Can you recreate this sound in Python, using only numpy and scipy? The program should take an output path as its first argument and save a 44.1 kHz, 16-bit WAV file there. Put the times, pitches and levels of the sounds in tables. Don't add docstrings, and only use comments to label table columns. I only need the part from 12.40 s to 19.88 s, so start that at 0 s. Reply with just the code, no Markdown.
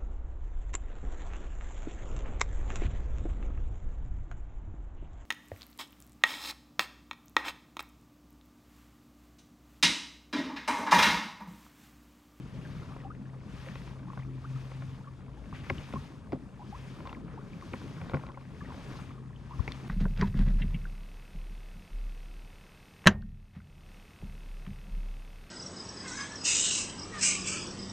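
import sys
import numpy as np
from scipy import signal
from scipy.fft import rfft, irfft
from scipy.io import wavfile
from scipy.ndimage import uniform_filter1d

SR = 44100
rng = np.random.default_rng(int(sys.argv[2]) if len(sys.argv) > 2 else 0)


def put_to_file(sound):
    columns = np.atleast_2d(sound).T
    safe = np.clip(columns, -1, 1)
    whole_steps = np.round(safe * 32767)
    wavfile.write(sys.argv[1], SR, whole_steps.astype(np.int16))


N = 329896


def from_db(db):
    return 10 ** (np.asarray(db) / 20)


def rms_one(x):
    return x / np.sqrt(np.mean(x ** 2) + 1e-20)


def in_time(rows):
    s, level_db = np.transpose(rows)
    return np.interp(np.arange(N) / SR, s, level_db)


def at_hz(points, hz):
    f, *columns = np.transpose(points)
    return [np.interp(np.log(np.maximum(hz, 1)), np.log(f), c) for c in columns]


def drift(rate_hz):
    r = np.exp(-2 * np.pi * rate_hz * 40 / SR)
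    noise = rng.standard_normal(N // 40 + 2002)
    slow = signal.lfilter([1], [1, -2 * r, r * r], noise)[2000:]
    return np.interp(np.arange(N) / 40, np.arange(len(slow)), rms_one(slow))


def ring(clicks, hz, t60):
    r = from_db(-60 / (max(t60, .002) * SR))
    w = 2 * np.pi * hz / SR
    return signal.lfilter([0, np.sin(w)], [1, -2 * r * np.cos(w), r * r], clicks + 1e-18)


def water_noise(spectrum, patchy_db, rate_hz):
    hz = np.fft.rfftfreq(N, 1 / SR)
    lowest, highest = spectrum[0][0] / 2, spectrum[-1][0] * 2
    coloured = rfft(rng.standard_normal((2, N))) * from_db(at_hz(spectrum, hz)[0])
    coloured = coloured * (hz > lowest) * (hz < highest)
    place = 2 * np.log2(hz + 1)
    together = drift(rate_hz)
    out = 0
    for k in range(int(2 * np.log2(lowest)), int(2 * np.log2(highest)) + 2):
        weight = np.sqrt(np.clip(1 - np.abs(place - k), 0, 1))
        band = irfft(coloured * weight, N)
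        out = out + band * from_db(patchy_db * (0.14 * together + drift(rate_hz)))
    return rms_one(out)


def add(track, s, sound):
    i = round(s * SR)
    track[..., i:i + sound.shape[-1]] += sound[..., :N - i]


# crest t/s, rise t/s, hold t/s, wash level/dB at the crest, lapping level/dB as the push ends
LEG_PUSHES = [(0.297, 0.62, 0.28, -55.5, -60.5), (1.19, 0.2, 0.31, -53, -67), (1.773, 0.14, 0.02, -59, -62),
              (2.19, 0.3, 0.4, -55.5, -69), (3.377, 0.45, 0.29, -52.5, -63.5),
              (4.393, 0.25, 0.33, -55, -62.5), (5.376, 0.5, 0.45, -53.5, -58.5),
              (6.529, 0.58, 0.071, -51.5, -59), (7.27, 0.3, 0.24, -53, -62)]
SLACK_DB, SAG_DB_PER_S, FALL_DB_PER_S = -66, 12, 62
LAP_SLACK_DB, LAP_RISE_DB_PER_S, LAP_FALL_DB_PER_S = -67.5, 14, 39


def pushes():
    crest, rise, hold, wash_db, lap_db = np.transpose(LEG_PUSHES)[..., None]
    after = np.arange(N) / SR - crest
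    rising = wash_db + (wash_db - SLACK_DB) * after / rise
    falling = wash_db - SAG_DB_PER_S * after - FALL_DB_PER_S * np.maximum(after - hold, 0)
    wash = np.maximum(np.minimum(rising, falling).max(axis=0), SLACK_DB)
    released = after - hold
    lap = lap_db + np.minimum(LAP_RISE_DB_PER_S * released, -LAP_FALL_DB_PER_S * released)
    return uniform_filter1d(wash, size=SR // 10), np.maximum(lap.max(axis=0), LAP_SLACK_DB)


# f/Hz, relative level/dB per Hz
WASH_COLOUR = [(400, -0.5), (650, -4.5), (1100, -4), (1700, -5.5), (2600, -7), (4000, -12.5), (6300, -17),
               (7500, -25), (9000, -23.5), (10500, -32), (12500, -29), (14500, -50)]


def wash(wash_db):
    return from_db(wash_db + 0.44 * drift(90.0)) * water_noise(WASH_COLOUR, patchy_db=1.48, rate_hz=22.0)


# f/Hz, relative level/dB per Hz
LAP_COLOUR = [(250, 0), (450, -6), (650, -4.5), (1050, 1.5), (1600, -14.5), (2500, -38), (4000, -59)]


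def lapping(lap_db):
    spurts_db = 1.5 * drift(56)
    return from_db(lap_db + spurts_db) * water_noise(LAP_COLOUR, patchy_db=3.5, rate_hz=20)


def bubble(hz, length, rise):
    length = max(length, .003)
    t = np.arange(int(2 * length * SR)) / SR / length
    wobble_oct = .05 * np.interp(t, np.linspace(0, 2, 9), rng.standard_normal(9))
    glide_oct = rise * (np.minimum(t, 1.3) ** 0.98 - .4)
    pitch = hz * 2 ** (glide_oct + wobble_oct)
    uneven = 1 + 0.5 * np.interp(t, np.linspace(0, 2, 12), rng.standard_normal(12))
    swell = np.minimum(t / 0.11, 1) * np.exp(-t ** 3 * 0.52) * uneven
    return swell * np.sin(2 * np.pi * np.cumsum(pitch) / SR)


# t/s, level/dB
# before the uneven swell, nominal f/Hz, length/s (3 ms at least), glide/octaves per length
PLOPS = [(0.251, -47.5, 1610, 0.012, 0.0011), (0.43, -49, 1230, 0.0034, 0.22),
         (0.484, -52, 1350, 0.011, -.05), (0.507, -45.5, 810, 0.007, -0.14),
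         (0.548, -63, 2800, 0.0046, -0.045), (0.602, -57, 1920, 0.013, -0.053),
         (0.636, -49, 1190, 0.0044, 0.18), (0.647, -44, 777, 0.023, 0.028), (0.702, -45, 1230, 0.015, 0.25),
         (0.856, -53, 1650, .005, 0.1), (0.897, -64, 2130, .005, 0.13), (1.268, -43.5, 535, .012, -0.066),
         (1.31, -51, 1840, 0.0067, .02), (1.701, -40, 1080, 0.0061, 0.1),
         (1.733, -41.5, 970, 0.0035, 0.048), (1.794, -50, 1920, 0.004, 0.05),
         (1.799, -51, 1950, 0.0046, 0.3), (1.822, -54, 2000, .004, 0.091), (2.043, -40, 1164, 0.012, 0.35),
         (2.159, -49, 1280, 0.0087, 0.031), (2.671, -49, 1150, 0.019, 0.086),
         (2.966, -54, 806, 0.022, 0.065), (3.127, -39, 1075, 0.004, 0.093),
         (3.382, -41, 2970, 0.0027, -0.064), (3.557, -34.5, 1040, 0.012, 0.13),
         (4.193, -45.5, 824, 0.02, -0.05), (4.214, -48, 980, 0.015, 0.14), (4.324, -42.5, 876, 0.035, 0.61),
         (4.654, -42, 1020, 0.0031, 0.0068), (4.658, -43.5, 1067, 0.02, 0.012),
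         (4.69, -42.5, 970, 0.0059, -0.35), (4.694, -45.5, 2600, 0.0037, 0.0067),
         (4.748, -47, 2050, 0.0061, -0.3), (4.768, -47, 1050, 0.0058, 0.0042),
         (4.975, -46, 926, 0.019, 0.65), (5.131, -53, 2370, .008, 0.18), (5.223, -42.5, 1076, 0.011, -0.13),
         (5.3343, -34.5, 2420, 0.0025, -0.41), (5.81, -55, 1550, .008, .05),
         (5.848, -49, 1290, 0.0091, 0.062), (5.895, -45, 1040, 0.011, 0.31),
         (5.945, -51.5, 2140, .005, 0.1), (6.205, -45, 1800, 0.0078, -0.1),
         (6.211, -47, 1204, 0.017, -0.042), (6.247, -50, 1850, 0.0058, -0.4),
         (6.256, -49, 1880, 0.0073, -0.05), (6.304, -45, 1050, 0.008, -0.21),
         (6.589, -50, 1020, 0.013, 0.15), (6.781, -50, 1090, 0.0064, 0.087), (6.96, -57, 3020, 0.0056, 0.1),
         (7.109, -41.5, 974, 0.013, 0.17), (7.131, -47, 1130, .016, -0.069),
         (7.193, -39.5, 1100, 0.0071, -0.15), (7.283, -45, 2230, 0.009, -0.044),
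         (7.343, -51, 3440, 0.0037, -0.27)]


def bubbles():
    out = np.zeros(N)
    for s, db, hz, length, rise in PLOPS:
        add(out, s, from_db(db) * bubble(hz, length, rise))
    return out


def gurgle(per_s):
    out = np.zeros(N)
    for when, size, tone, cycles in rng.random((int(per_s * N / SR), 4)):
        hz = 1050 * 2 ** (6.0 * (tone - .42) ** 3 + .6 * (tone - .42))
        off_pitch_db = -5 * abs(np.log2(hz / 1050))
        level_db = -2.5 * np.log(size + 0.0091) + off_pitch_db
        length = (2 + 6 * cycles ** 3) / hz
        add(out, when * N / SR, from_db(level_db) * bubble(hz, length, 0.18))
    return rms_one(out)


# t/s, rms level/dB before the envelope, centre f/Hz, length/s
SIDE_SPLASHES = [(3.133, -52, 2400, 0.079), (3.234, -53, 2100, 0.076), (3.397, -49.5, 900, 0.025),
                 (3.92, -34.5, 503, 0.032), (4.651, -56, 1520, 0.063), (4.888, -56.5, 1380, 0.13),
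                 (5.738, -29, 560, 0.02), (6.266, -56.5, 1150, 0.11)]


def splashes():
    out = np.zeros((2, N))
    for s, db, hz, length in SIDE_SPLASHES:
        t = np.arange(int(.2 * SR)) / SR / length
        band = signal.butter(2, [hz / 2.15, hz * 1.13], "band", fs=SR, output="sos")
        puff = rms_one(signal.sosfilt(band, rng.standard_normal((2, len(t)))))
        add(out, s, from_db(db) * puff * np.minimum(t / 0.11, 1) * np.exp(-t ** 2))
    return out


def faint_ticks(lap_db, count):
    draw = rng.random((count, 4))
    at = (draw[:, :1] * (N - 400)).astype(int)
    over_lap_db = np.array([6, 3, 2])
    spread_db = 5 * (draw[:, 1:] - .5) * 2
    return np.hstack([at / SR, lap_db[at] + over_lap_db + spread_db])


# t/s, drive level/dB of the low, middle and high small-panel modes
HULL_KNOCKS = [(0.563, -44.5, -65, -66), (0.647, -59, -66, -70), (1.236, -71, -58, -51),
               (1.262, -51, -49, -56), (1.286, -64, -46, -44), (1.355, -42, -45.5, -46),
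               (1.417, -65, -50, -52), (1.774, -41.5, -64, -68), (2.316, -44.5, -50, -54),
               (2.421, -44, -51, -63), (3.2973, -33.5, -25, -46), (3.3004, -26, -24.5, -38),
               (3.525, -45, -44, -44), (3.536, -36, -49.5, -39), (3.921, -47, -45, -44),
               (3.93, -40.5, -45, -48), (4.604, -44.5, -51, -66), (4.672, -43, -43.5, -39),
               (4.701, -53, -55, -52), (4.728, -42, -47, -43), (4.88, -49, -57, -71),
               (5.211, -60, -54, -51), (5.3375, -36, -44, -58), (5.416, -44, -65, -71),
               (5.565, -49, -53, -66), (5.614, -41, -50, -49), (5.666, -51, -66, -58),
               (5.696, -44, -48, -42), (5.715, -41, -65, -64), (5.734, -32, -41, -60),
               (5.744, -30.5, -37, -51), (5.769, -39, -43, -63), (5.835, -40.5, -56, -64),
               (5.866, -47, -54, -46.5), (5.888, -44, -53, -51), (5.918, -65, -62, -51.5),
               (5.973, -42.5, -66, -66), (6.32, -43, -70, -64), (6.343, -45.5, -63, -64),
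               (7.278, -40.5, -32.5, -40), (7.32, -66, -46.5, -28)]
# f/Hz, relative level/dB, t60/s (2 ms at least)
SMALL_PANELS = [(481, 5.5, 0.011), (545, -3.5, 0.064), (778, -2, 0.027), (982, 0.5, 0.022),
                (1078, -4, 0.041), (1394, 0.5, 0.02), (2050, 6, 0.011), (2350, -1, 0.016),
                (2800, -5, 0.007), (3430, 0, 0.0042), (4250, -2.5, 0.0015), (5420, -9, 0.002),
                (6700, -23, 0.002), (9700, -28, 0.0018)]


def knocks(lap_db):
    s, low_db, mid_db, high_db = np.vstack([HULL_KNOCKS, faint_ticks(lap_db, count=110)]).T
    at = np.round(s * SR).astype(int)
    t = np.arange(400) / SR
    out = np.zeros(N)
    for hz, db, t60 in SMALL_PANELS:
        level_db = low_db if hz < 1600 else mid_db if hz < 3000 else high_db
        touch = np.minimum(t / .0004, 1) * np.exp(-t / 0.002 * np.sqrt(hz / 1000))
        rattle = rng.standard_normal((len(s), 400)) * touch
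        at_pitch = np.abs(rattle @ np.exp(-2j * np.pi * hz * t))
        strength = np.maximum(at_pitch, 0.3 * np.linalg.norm(rattle, axis=1))
        rattle = rattle / strength[:, None]
        clicks = np.zeros(N)
        np.add.at(clicks, at[:, None] + np.arange(400), from_db(level_db + db)[:, None] * rattle)
        rounding = signal.butter(2, hz * 1.21, fs=SR, output="sos")
        out += ring(signal.sosfilt(rounding, clicks + 1e-18), hz, t60)
    return out


# t/s, drive level/dB before softening, strongest f/Hz
HEAVY_BLOWS = [(3.126, -34, 134), (3.303, -26, 380), (3.31, -21.5, 94), (3.383, -29.5, 89),
               (3.539, -29, 160), (3.557, -29, 160), (3.92, -28, 95), (3.929, -27.5, 255),
               (4.77, -36.5, 250), (5.336, -31.5, 312), (5.737, -22.5, 146), (6.219, -33.5, 182),
               (6.259, -40, 228), (6.285, -34, 180), (7.284, -30.5, 78.6)]
# f/Hz, relative level/dB, t60/s
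DEEP_PANELS = [(88.4, -2, 0.1), (142.6, -3, 0.24), (187.8, -6.5, 0.24), (253.5, -2, 0.14), (315, -18, 0.03),
               (379, 2.5, 0.042)]


def thumps():
    s, level_db, near_hz = np.transpose(HEAVY_BLOWS)
    out = np.zeros(N)
    for hz, db, t60 in DEEP_PANELS:
        clicks = np.zeros(N)
        late = rng.uniform(0, 0.00402, len(s))
        off_db = -10 * np.abs(np.log2(hz / near_hz))
        sign = rng.choice([-1, 1], len(s))
        clicks[((s + late) * SR).astype(int)] = from_db(level_db + db + off_db) * sign
        out += ring(clicks, hz, t60)
    return signal.lfilter([.1], [1, -.9], out)


# t/s, level/dB before the envelope, f/Hz, t60/s, left minus right level/dB
MOUNT_BUMP = [(7.187, -22, 67.4, 0.012, 21.5)]


def thud():
    out = np.zeros((2, N))
    for s, db, hz, t60, pan_db in MOUNT_BUMP:
        t = np.arange(int(.2 * SR)) / SR
        fade = from_db(-60 * np.maximum(t - .018, 0) / t60)
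        swing = np.minimum(t / 0.022, 1) * fade * np.sin(2 * np.pi * hz * t)
        add(out, s, from_db(db + np.array([[.5], [-.5]]) * pan_db) * swing)
    return out


# f/Hz, relative level/dB per Hz
DRUM_COLOUR = [(90, -12.5), (160, 4.5), (250, -1.5), (400, -10.5), (600, -16.5), (900, -30.5)]
# t/s, level/dB
DRUM_LEVEL = [(0.0, -46.5), (1.1, -48.5), (1.39, -47.5), (2.5, -51.5), (3.3, -46.5), (4.38, -50.5),
              (4.72, -44), (5.61, -46), (6.06, -50.5), (6.57, -46), (6.9, -50), (7.48, -48.5)]


def drumming():
    return from_db(in_time(DRUM_LEVEL)) * water_noise(DRUM_COLOUR, patchy_db=4.0, rate_hz=13.6)


# t/s, level/dB before its trembling
HUM_LEVEL = [(0.0, -44.5), (1.11, -48.5), (1.4, -50.5), (1.8, -40), (2.71, -46.5), (2.86, -51.5),
             (3.85, -58.5), (4.51, -47.5), (4.82, -79), (4.94, -51), (5.29, -62), (5.48, -47), (5.89, -50),
             (6.13, -46), (6.24, -59.5), (6.8, -44), (6.99, -48), (7.4, -44), (7.48, -48)]
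HUM_HZ = 130.8


def hum():
    turn = 2 * np.pi * HUM_HZ * np.arange(N) / SR + 0.35 * drift(3.0)
    octave = from_db(-16 + 3.5 * drift(5.1)) * np.sin(2 * turn + 1.0 * drift(11.7))
    level_db = in_time(HUM_LEVEL) + 1.8 * drift(30) + 2.25 * drift(3.9)
    return np.sqrt(2) * from_db(level_db) * (np.sin(turn) + octave)


# f/Hz, relative level/dB per Hz
RUMBLE_COLOUR = [(30, -3), (44, -24), (55, 6), (66, -12), (90, -1.5), (120, -12.5), (170, -39)]
RUMBLE_DB, RUMBLE_FOLLOWS = -50.5, 0.32


def rumble(wash_db):
    level_db = RUMBLE_DB + RUMBLE_FOLLOWS * (wash_db - SLACK_DB)
    return from_db(level_db) * water_noise(RUMBLE_COLOUR, patchy_db=3.0, rate_hz=23)


# f/Hz, relative level/dB per Hz
CALM_COLOUR = [(800, -15), (1600, -10.5), (2500, -54), (4000, -60), (6300, -10), (9000, -8.5), (12500, -28),
               (14500, -62)]
CALM_DB = -81.5


def calm():
    return from_db(CALM_DB) * water_noise(CALM_COLOUR, patchy_db=1.5, rate_hz=4)


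# f/Hz, likeness 0-1, left minus right level/dB, left lag/rad
MIC_PORTS = [(60, .82, 4.6, 0), (130, .88, 2.6, .35), (300, .92, 1.5, .48), (550, .92, 0, .5),
             (1000, .86, 1.2, .7), (2000, .82, 3.6, .75), (3200, .72, 3.4, .8), (5000, .6, 1.6, .35),
             (7000, .86, 1.3, .05), (9000, .93, .7, 0), (13000, .84, -1, 0)]


def ports(pair):
    alike, balance_db, lag = at_hz(MIC_PORTS, np.fft.rfftfreq(N, 1 / SR))
    alike = np.clip(alike, 0, 1)
    one, other = rfft(pair)
    right = alike * one * np.exp(1j * lag) + np.sqrt(1 - alike ** 2) * other
    return irfft(np.array([one * from_db(balance_db / 2), right * from_db(-balance_db / 2)]), N)


def point(mono):
    _, balance_db, lag = at_hz(MIC_PORTS, np.fft.rfftfreq(N, 1 / SR))
    left, right = from_db(balance_db / 2), from_db(-balance_db / 2) * np.exp(1j * lag)
    return irfft(rfft(mono) * np.array([left, right]), N)


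def scene():
    wash_db, lap_db = pushes()
    wide = wash(wash_db) + lapping(lap_db) + splashes()
    wide += drumming() + rumble(wash_db) + calm()
    small = from_db(lap_db + 2.5) * gurgle(per_s=150) + bubbles()
    small += knocks(lap_db) + thumps() + hum()
    return ports(wide) + point(small) + thud()


def record(dry):
    firm = signal.sosfilt(signal.butter(2, 42, "high", fs=SR, output="sos"), dry)
    return signal.sosfilt(signal.cheby2(12, 40, 15100, fs=SR, output="sos"), firm)


dry = scene()
out = record(dry)
put_to_file(out)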